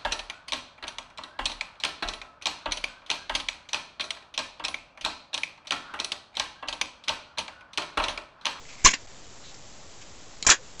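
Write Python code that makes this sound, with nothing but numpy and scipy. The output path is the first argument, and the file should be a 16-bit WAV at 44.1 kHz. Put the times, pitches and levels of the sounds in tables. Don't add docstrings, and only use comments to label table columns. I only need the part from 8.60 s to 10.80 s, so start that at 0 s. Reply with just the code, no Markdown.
import sys
import numpy as np
from scipy import signal
from scipy.io import wavfile

SR = 44100
rng = np.random.default_rng(int(sys.argv[2]) if len(sys.argv) > 2 else 0)


def voltage_ratio(decibels):
    exponent = np.asarray(decibels, float) / 20
    return 10 ** exponent


def file_out(sig):
    cols = np.atleast_2d(sig).T
    lim = np.clip(cols, -1, 1)
    pcm = np.round(lim * 32767).astype(np.int16)
    wavfile.write(sys.argv[1], SR, pcm)


N = 97020


def rms_one(x):
    return x / np.sqrt(np.mean(x ** 2) + 1e-20)


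def band(x, edges_hz):
    return signal.sosfilt(signal.butter(2, edges_hz, "band", fs=SR, output="sos"), x)


def first_order(x, hz, kind):
    return signal.sosfilt(signal.butter(1, hz, kind, fs=SR, output="sos"), x)


def resonance(x, hz, width_hz):
    r = np.exp(-np.pi * width_hz / SR)
    feedback = [1, -2 * r * np.cos(2 * np.pi * hz / SR), r * r]
    return signal.lfilter(np.array([1, 0, -1]) * (1 - r * r) / 2, feedback, x)


def shape(length_s, t, attack_s, fade_s):
    return np.minimum(t / attack_s, 1) * np.exp(-np.maximum(t - length_s, 0) / fade_s)


def add(out, s, x):
    i = int(s * SR)
    out[i:i + len(x)] += x[:N - i]


def quiet():
    white = rng.standard_normal((4, N + SR))
    rumble = rms_one(band(white[0], (8, 29.4))[SR:])
    air = rms_one(band(white[1], (53.9, 918))[SR:])
    hiss = rms_one(first_order(white[2, SR:], 3715, "high"))
    drone = rms_one(band(white[3], (40.8, 130.3))[SR:])
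    return voltage_ratio(-59.5) * rumble + voltage_ratio(-55.5) * air + voltage_ratio(-50.5) * hiss + voltage_ratio(-60) * drone


# [t/s, level/dB, length/s, f/Hz]
FINGER_CREAKS = [
    (0.05, -51.5, 0.0057, 2080),
    (0.084, -52.5, 0.065, 2377),
    (0.174, -54, 0.071, 2180),
    (0.563, -59.5, .004, 7330),
    (0.834, -56, 0.077, 3870),
    (0.941, -52, 0.0057, 5180),
    (1.411, -54.5, 0.016, 2516),
    (1.413, -56, 0.0098, 6680),
    (1.960, -55.5, 0.068, 496),
]


def creaks():
    sharpness, hiss_db = 8, 1.5
    out, t = np.zeros(N), np.arange(SR // 5) / SR
    for s, db, length_s, hz in FINGER_CREAKS:
        slips = rng.standard_normal(len(t)) * (rng.random(len(t)) < .1)
        tone = rms_one(resonance(slips, hz, hz / sharpness))
        hiss = rms_one(band(slips, (1500, 7500)))
        sound = tone + voltage_ratio(hiss_db) * min(hz / 2500, 1) * hiss
        add(out, s, voltage_ratio(db) * sound * shape(length_s, t, attack_s=0.0035, fade_s=0.012))
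    return out


def body(teeth, modes, band_hz):
    widen, strike_spread_db, broad_db = 4.5, 3, 5
    strengths = rng.normal(0, strike_spread_db, len(modes))
    rings = np.zeros(len(teeth))
    for k, ((hz, width_hz, db), own_db) in enumerate(zip(modes, strengths)):
        width_hz = max(width_hz, 30)
        ring = resonance(teeth, hz, widen * width_hz) / np.sqrt(width_hz)
        rings += voltage_ratio(db + own_db) * (-1) ** k * ring
    return rms_one(rms_one(rings) + voltage_ratio(broad_db) * rms_one(band(teeth, band_hz)))


# [f/Hz, width/Hz, level/dB]
TRAY_MODES = [
    (1057, 33, -4),
    (1320, 93, 1.5),
    (1680, 43, -2.5),
    (1917, 5, 0),
    (2240, 180, 6),
    (2950, 48, -4.5),
    (3213, 13, -3),
]


def tray(teeth):
    boom = rms_one(band(teeth, (149.7, 625)))
    return body(teeth, TRAY_MODES, (463, 3970)) + voltage_ratio(-11) * boom


# [f/Hz, width/Hz, level/dB]
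HUB_MODES = [
    (4070, 31, 0),
    (4136, 100, 2.5),
    (5260, 58, -6),
    (6130, 24, -16),
    (5785, 9.3, -1.5),
    (5990, 66, -6.5),
    (6740, 68, -1.5),
    (7520, 83, -4),
]


def hub(teeth):
    return body(teeth, HUB_MODES, (2800, 13700))


def room(x):
    level_db, t60_s, gap_s, wall_cut_hz = -8.5, 0.096, 0.0022, 5000
    t = np.arange(SR // 4) / SR
    tail = rng.standard_normal(len(t)) * voltage_ratio(-60 * t / t60_s) * np.minimum(t / gap_s, 1)
    tail = first_order(tail, wall_cut_hz, "low")
    wet = voltage_ratio(level_db) * signal.fftconvolve(x, tail / np.sqrt(np.sum(tail ** 2)))
    return wet + np.pad(x, (0, len(wet) - len(x)))


# [t/s, level/dB, chatter length/s, hub over tray/dB, loudest ring f/Hz]
DISC_OFF = [(0.2418, -29.5, 0.003, -3.5, 6800), (.2476, -11, 0.0058, -1, 5610),
            (.2535, -13, 0.0051, 5.5, 2240), (0.2564, -7, 0.0038, 3.5, 6370),
            (0.2583, -12.5, .004, -3.5, 1020), (0.265, -12, 0.0025, -7, 4240),
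            (0.267, -15.5, 0.0028, 6, 2860), (0.273, -16, 0.0044, -4.5, 6740),
            (0.279, -22, 0.011, 4.5, 2260), (0.29, -34, 0.024, 10, 6500), (0.309, -30, 0.0069, 7.5, 2230),
            (0.316, -29, .004, -3, 6370), (0.332, -32, 0.0018, -7, 1820),
            (.3350, -22.5, 0.0017, -1.5, 1690), (0.3378, -20.5, 0.0015, -0.5, 2440),
            (.3400, -27, 0.0034, 5, 4760)]
# [t/s, level/dB, chatter length/s, hub over tray/dB, loudest ring f/Hz]
DISC_ON = [(1.8256, -22, 0.00046, 3, 4350), (1.845, -50, 0.0074, 9, 7700),
           (1.8494, -31.5, 0.00084, 8, 1230), (1.8655, -14, 0.0055, 1.5, 6020),
           (1.872, -14.5, 0.0053, -2.5, 7330), (1.8868, -25, 0.0038, -15.5, 1910),
           (1.8915, -10, 0.0019, 5.5, 1320), (1.8965, -17.5, 0.0052, -10, 5960),
           (1.9, -14, 0.0055, 16, 6740), (1.9090, -18, 0.011, -10, 1520), (1.9128, -17, 0.0033, 5, 6400),
           (1.9190, -16, 0.0026, 9.5, 6500), (1.923, -18.5, .003, -1.5, 1360), (1.929, -32, .016, 5, 1740),
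           (2.1945, -50, 0.0043, 30.5, 4620), (2.1983, -28.5, 0.001, 8, 3230)]


def snaps():
    teeth_per_s, tooth_spread_db, first_tooth_db = 5000, 4, 9
    attack_s, ring_db = 0.0004, 1
    out, t = np.zeros(N), np.arange(SR // 10) / SR
    for s, db, length_s, bright_db, ring_hz in DISC_OFF + DISC_ON:
        sizes = voltage_ratio(tooth_spread_db * np.minimum(rng.exponential(1, len(t)), 4))
        sizes = sizes * rng.choice([-1, 1], len(t))
        envelope = shape(length_s, t, attack_s, fade_s=0.002)
        touching = rng.random(len(t)) < teeth_per_s / SR
        teeth = sizes * touching * envelope + 1e-18
        teeth[int(attack_s * SR)] = voltage_ratio(first_tooth_db)
        ring = rms_one(resonance(teeth, ring_hz, 150 + 0.07 * ring_hz))
        sound = voltage_ratio(-bright_db / 2) * tray(teeth) + voltage_ratio(bright_db / 2) * hub(teeth) + voltage_ratio(ring_db) * ring
        add(out, s, voltage_ratio(db - 3.5) * room(sound) * np.sqrt(np.mean(envelope ** 2)))
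    return out


THUMP_TIMES = [.2478, .2585, 1.8660, 1.8900]
# [level/dB, length/s]
AIR_PUSHES = [
    (-13, 0.01),
    (-17, 0.0095),
    (-28, 0.0077),
    (-25.5, 0.0063),
]


def thumps():
    out, t = np.zeros(N), np.arange(SR // 10) / SR
    for s, (db, length_s) in zip(THUMP_TIMES, AIR_PUSHES):
        add(out, s, -voltage_ratio(db) * shape(length_s, t, attack_s=0.00033, fade_s=0.0026))
    return out


def scene():
    return (quiet() + creaks() + snaps() + thumps())[None]


STEPS = 128
UP, DOWN = 160, 441


def resample(x, up, down, edge_hz):
    taps = signal.firwin(DOWN * 40 + 1, edge_hz, fs=SR * UP, window=("kaiser", 7))
    return signal.resample_poly(x, up, down, axis=1, window=taps)


def band_limit(x):
    return signal.sosfilt(signal.butter(12, 8800, fs=SR, output="sos"), x)


def record(dry):
    duck_per_level, duck_release_s, overload, offset_steps = 4.4, 0.18, 0.9, -0.069
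    x = first_order(dry, 5.8, "high")
    r = np.exp(-1 / (duck_release_s * SR))
    loudness = signal.lfilter([1 - r], [1, -r], np.abs(dry))
    x = x / (1 + duck_per_level * loudness)
    x = x + voltage_ratio(-2) * resonance(x, 7985, 1100)
    x = overload * np.tanh(x / overload)
    x = resample(x, UP, DOWN, edge_hz=9000)
    x = np.floor(np.clip(x, -1, 1) * STEPS + offset_steps) / STEPS
    mix = resample(x, DOWN, UP, edge_hz=7640)[:, :N]
    return band_limit(mix)


dry = scene()
out = record(dry)
file_out(out)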